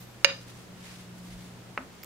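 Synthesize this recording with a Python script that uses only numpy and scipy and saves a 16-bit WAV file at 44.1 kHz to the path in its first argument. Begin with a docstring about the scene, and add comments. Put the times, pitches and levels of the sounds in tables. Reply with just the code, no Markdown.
"""A quiet kitchen, with mains hum, steady room noise and a thin hiss that falls and fades at the start.
A spoon knocks once against tableware, exciting its modes, close enough to overload the right microphone.
An arm rustles as it brings a spoonful of fruit preserve to a teacup. A lump drops into the tea with a
small plop (a slap, the cup's resonance and a bubble), and the sticky spoon ticks faintly.
Knock, slap and ticks echo off the table and reverberate briefly in the room."""
import sys
import numpy as np
from scipy import signal
from scipy.fft import rfft, irfft
from scipy.io import wavfile
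from scipy.ndimage import uniform_filter1d

SR = 44100
rng = np.random.default_rng(int(sys.argv[2]) if len(sys.argv) > 2 else 0)


def output_pcm(signal):
    """Save a mono or channel-first signal as 16-bit PCM at the path in sys.argv[1].

    Samples are clipped to [-1, 1] before scaling.
    """
    pcm = np.clip(np.atleast_2d(signal).T, -1, 1) * 32767
    wavfile.write(sys.argv[1], SR, np.round(pcm).astype(np.int16))


N = 90404
T = np.arange(N) / SR

# Coherence of the room's sound field. Each row: frequency in Hz, left-right correlation.
COHERENCE = [(25, 1), (60, 0.66), (200, 0.77), (640, 0.54), (1400, 0.23), (3000, 0.026), (16000, 0)]
# Room decay. Each row: frequency in Hz, t60 in seconds (a negative value acts as 0.1 ms).
REVERB_T60 = [(150, 0.1), (600, 0.3), (2500, 0.2), (6000, 0.42), (14000, -0.7)]
# Strength of the reverberation. Each row: frequency in Hz, relative level in dB.
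REVERB_SPECTRUM = [(150, -9), (560, -9.5), (1300, -12), (2800, -17.5), (3700, -13), (5000, -18.5),
                   (6400, -17.5), (8000, -23.5), (14000, -30)]
# Mains hum. Each row: time in seconds, level at 120 Hz in dB, level at 180 Hz in dB.
HUM_LEVELS = [(0, -50, -50.5), (.2, -54, -72), (.27, -59.5, -55.5), (.35, -51, -52), (.55, -51, -57),
              (.7, -56, -53.5), (1.03, -54.5, -51), (1.22, -53.5, -47), (1.55, -53.5, -51),
              (1.76, -54, -57), (1.86, -81, -69), (2.05, -85, -60)]
# Spectra of room noise, arm rustle and arm rumble. Each row: frequency in Hz, relative density in dB.
ROOM_NOISE_SPECTRUM = [(20, -11.5), (55, -5), (100, -2.5), (200, -1), (330, -4.5), (600, -9), (1200, -12.5),
                       (3000, -17), (7000, -22), (11000, -28), (16000, -32)]
RUSTLE_SPECTRUM = [(200, -18), (900, -5), (2000, 1), (3800, -1.5), (7000, -6.5), (10000, -9.5),
                   (16000, -21.5)]
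RUMBLE_SPECTRUM = [(15, -19), (45, 0), (75, -16), (120, -9), (500, -53), (2000, -80)]
# Arm rustles. Each row: centre in seconds, half width in seconds, level in dB, tilt in dB per octave.
RUSTLE_SWELLS = [(0.023, 0.016, -53, 3.5), (0.424, 0.014, -55, 2), (0.499, 0.018, -51, 1.5),
                 (0.586, 0.047, -56.5, 3), (0.881, 0.058, -49.5, 0), (0.979, .055, -53.5, 1),
                 (1.188, 0.024, -59.5, 4.5), (1.266, 0.028, -55.5, 4), (1.324, 0.022, -52.5, 0.5),
                 (1.43, 0.059, -56, 2.5)]
# Ticks of the sticky spoon. Each row: start in seconds, frequency in Hz, level in dB, t60 in seconds.
STICKY_TICKS = [(1.9527, 7000, -45, .004), (2.0317, 5170, -33, 0.0055), (2.0349, 2220, -33, 0.009),
                (2.0362, 14800, -28.5, 0.005), (2.0449, 7700, -31.5, 0.0035), (2.0452, 12100, -33, .004)]
# Impact spectra of lump on tea and spoon on dish. Each row: frequency in Hz, relative level in dB.
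SLAP_SPECTRUM = [(60, -27), (250, -3), (520, 4.5), (1300, 9), (2000, 8.5), (2700, 5), (3300, -15),
                 (4700, -17.5), (6500, -29), (16000, -44)]
CRACK_SPECTRUM = [(100, -3), (250, -1), (450, 6.5), (1200, 14), (3000, 11.5), (5500, 1), (7200, 9.5),
                  (8300, -4.5), (9500, 6.5), (12000, -11.5), (16000, -12)]
# Resonances of the cup's hollow. Each row: frequency in Hz, relative level in dB, t60 in seconds.
CUP_MODES = [(602, -36.5, 0.11), (1127, -39.5, 0.079), (1320, -36, 0.079), (1500, -32.5, 0.036)]
# Modes of the dish and the held spoon. Each row: frequency in Hz, relative level in dB,
# t60 in seconds, left minus right in dB, relative level of the lingering ring in dB.
TABLEWARE_MODES = [(552.4, -17.5, 0.066, -5, -34.5), (928, -18.5, 0.022, -1, -56),
                   (1355, -10.5, 0.0043, 0.5, -49), (1766, -17, 0.027, -0.5, -35),
                   (1856, -18, 0.046, -19, -49), (2294, -10, 0.021, -0.5, -64),
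                   (2430, -14, 0.041, -22, -32), (2816, -3.5, 0.021, -8.5, -42),
                   (3732, -13.5, 0.024, -6, -46), (4084, -7, 0.0099, -37, -63),
                   (4703, -13.5, 0.033, -16, -49), (4980, -6.5, 0.023, -11.5, -48),
                   (5960, -19, .03, -5.5, -55), (6474, -18.5, 0.034, -13, -56)]


def amp(db):
    """Amplitude grows tenfold for every 20 dB."""
    return 10 ** (np.asarray(db) / 20)


def unit(x):
    """Normalisation to an rms of 1."""
    return x / np.sqrt(np.mean(x ** 2) + 1e-20)


def read(points, hz):
    """Interpolation on a logarithmic frequency axis."""
    f, value = np.transpose(points)
    return np.interp(np.log(hz + 1), np.log(f + 1), value)


def pan(left_db):
    """Direction as a level difference: left and right gains, the right being 1."""
    return np.array([[amp(left_db)], [1.]])


def since(start):
    """Seconds since an onset, zero before it."""
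    return np.maximum(T - start, 0)


def fade(t, t60):
    """Exponential damping, 60 dB in t60 seconds."""
    return np.exp(-np.log(1000) * t / np.maximum(t60, 1e-4))


def click(start, spectrum):
    """An impact as a minimum-phase pulse: the Hilbert transform gives its phase from its spectrum."""
    hz = np.fft.fftfreq(4096, 1 / SR)
    log_magnitude = np.log(amp(read(spectrum, abs(hz))))
    pulse = np.fft.ifft(np.exp(np.conj(signal.hilbert(log_magnitude)))).real[:len(hz) // 2]
    return np.pad(pulse, (round(start * SR), N))[:N]


def diffuse_noise(spectrum, tilt_db=0):
    """A diffuse field is alike at two microphones in the bass and uncorrelated in the treble."""
    hz = np.fft.rfftfreq(N, 1 / SR)
    left, independent = rfft(rng.standard_normal((2, N)))
    coherence = read(COHERENCE, hz)
    right = coherence * left + np.sqrt(1 - coherence ** 2) * independent
    colour = amp(read(spectrum, hz) + tilt_db * np.log2(hz + 1))
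    return unit(irfft(np.array([left, right]) * colour, N))


def table_echoes(x):
    """Early reflection off table, saucer and jar: convolution with sparse, bright echoes."""
    t = T[:SR // 8]
    taps = rng.standard_normal((2, len(t))) * (rng.random((2, len(t))) < .1)
    taps = taps * fade(t, t60=.03) * (t > .001)
    taps = signal.sosfilt(signal.butter(2, 915, "high", fs=SR, output="sos"), taps)
    taps /= np.linalg.norm(taps, axis=1, keepdims=True)
    return amp(-9.5) * signal.fftconvolve(x, taps, axes=1)[:, :N]


def reflections(x, tail_db=0, echo_db=0, hold_s=.042):
    """Reverberation: early echoes and a diffuse tail that builds, holds and decays band by band."""
    build_s = .0092
    hz, t, bands = signal.stft(rng.standard_normal((2, SR // 2)), SR, nperseg=256)
    coherence = read(COHERENCE, hz)[:, None]
    bands[1] = coherence * bands[0] + np.sqrt(1 - coherence ** 2) * bands[1]
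    envelope = fade(np.maximum(t - build_s - hold_s, 0), read(REVERB_T60, hz)[:, None])
    envelope *= np.minimum(t / build_s, 1) ** 2
    energy = (envelope ** 2).sum(1, keepdims=True) * t[1] * SR
    envelope *= amp(read(REVERB_SPECTRUM, hz))[:, None] / np.sqrt(energy)
    response = signal.istft(bands * envelope, SR)[1]
    tail = signal.fftconvolve(x[1:], response, axes=1)[:, :N]
    return amp(echo_db) * table_echoes(x) + amp(tail_db) * tail


def hum_and_room_noise(mains_hz=60):
    """The second and third harmonics of the mains waver in level over steady broadband noise."""
    times, *levels = np.transpose(HUM_LEVELS)
    hum = 0
    for harmonic, db in enumerate(levels, 2):
        tone = unit(np.sin(2 * np.pi * (harmonic * mains_hz * T + rng.random())))
        hum += amp(np.interp(T, times, db)) * tone
    return hum + amp(-50) * diffuse_noise(ROOM_NOISE_SPECTRUM)


def thin_hiss(start_hz=13800, fall_hz_per_s=15000, width_hz=920):
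    """Modulation centres a narrow noise band on a carrier, which falls an octave as the hiss fades."""
    band = signal.sosfilt(signal.butter(2, width_hz / 2, fs=SR, output="sos"), rng.standard_normal((2, N)))
    hz = np.maximum(start_hz - fall_hz_per_s * T, start_hz / 2)
    carrier = np.cos(2 * np.pi * np.cumsum(hz) / SR)
    return amp(-57) * fade(T, t60=.67) * unit(band * carrier)


def swell(centre_s, half_width_s):
    """A Gaussian envelope with a peak of 1."""
    return np.exp(-((T - centre_s) / half_width_s) ** 2 / 2)


def moving_arm(grain_db=1.54, grain_s=.008):
    """Amplitude-modulated noise: the arm rustles in grainy swells, with one low rumble as it comes in."""
    rustle = sum(amp(db) * swell(centre, half_width) * diffuse_noise(RUSTLE_SPECTRUM, tilt)
                 for centre, half_width, db, tilt in RUSTLE_SWELLS)
    grain = unit(uniform_filter1d(rng.standard_normal(N), round(grain_s * SR)))
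    rumble = amp(-53) * swell(centre_s=1.353, half_width_s=.043) * diffuse_noise(RUMBLE_SPECTRUM)
    return rustle * amp(grain_db * grain) + rumble


def sticky_spoon():
    """Each sticky snap is a heavily damped oscillation with a puff of noise."""
    snaps = np.zeros(N)
    for start, hz, db, t60 in STICKY_TICKS:
        t = since(start)
        puff = amp(-8) * rng.standard_normal(N)
        snaps += amp(db) * fade(t, t60) * (t > 0) * (np.sin(2 * np.pi * hz * t) + puff)
    snaps = pan(left_db=-4) * snaps
    return snaps + reflections(snaps)


def lump_plop(start_s=1.7766, bubble_hz=240.6, rise_hz_per_s=530, swell_s=.043):
    """Cavity resonance: the lump slaps the tea, rings the cup's hollow and leaves a bubble of rising pitch."""
    t = since(start_s)
    hollow = sum(amp(db) * fade(t, t60) * np.sin(2 * np.pi * hz * t) for hz, db, t60 in CUP_MODES)
    slap = -amp(-1) * pan(left_db=-1.5) * (click(start_s, SLAP_SPECTRUM) + hollow)
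    cycles = bubble_hz * t + rise_hz_per_s * t ** 2 / 2
    bubble = amp(-31) * np.minimum(t / swell_s, 1) * fade(t, t60=.18) * np.sin(2 * np.pi * cycles)
    return slap + reflections(slap, tail_db=1.5, echo_db=4.5, hold_s=.013) + bubble


def spoon_knock(start_s=.24595, left_lag_s=.0001, crack_lag_s=.00023, twin_ratio=1.006, ring_rise_s=.025):
    """Modal vibration: a hard contact cracks and excites short-lived modes, leaving a faint ring."""
    t = np.array([since(start_s + left_lag_s), since(start_s)])
    knock = pan(left_db=-9.5) * click(start_s + crack_lag_s, CRACK_SPECTRUM)
    ring = 0
    for k, (hz, db, t60, left_db, ring_db) in enumerate(TABLEWARE_MODES):
        mode = (-1) ** k * np.sin(2 * np.pi * hz * t)
        twin = (-1) ** k * np.sin(2 * np.pi * hz * twin_ratio * t)
        knock += pan(left_db) * amp(db) * fade(t, t60) * mode
        ring += amp(ring_db) * (mode + amp(-4) * twin)  # close frequencies beat
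    ring *= fade(t, t60=.27) * np.minimum(t / ring_rise_s, 1)
    return amp(1) * (knock + reflections(knock) + ring)


def scene():
    """Superposition: the pressures of all sources add at the two microphones."""
    return spoon_knock() + lump_plop() + sticky_spoon() + moving_arm() + thin_hiss() + hum_and_room_noise()


def record(dry, cutoff_hz=15800):
    """Overload clips the peaks at full scale; a low-pass filter then removes the highest treble."""
    low_pass = signal.firwin(511, cutoff_hz, window=("kaiser", 9), fs=SR)
    return signal.oaconvolve(np.clip(dry, -1, 1), low_pass[None], "same")


dry = scene()
out = record(dry)
output_pcm(out)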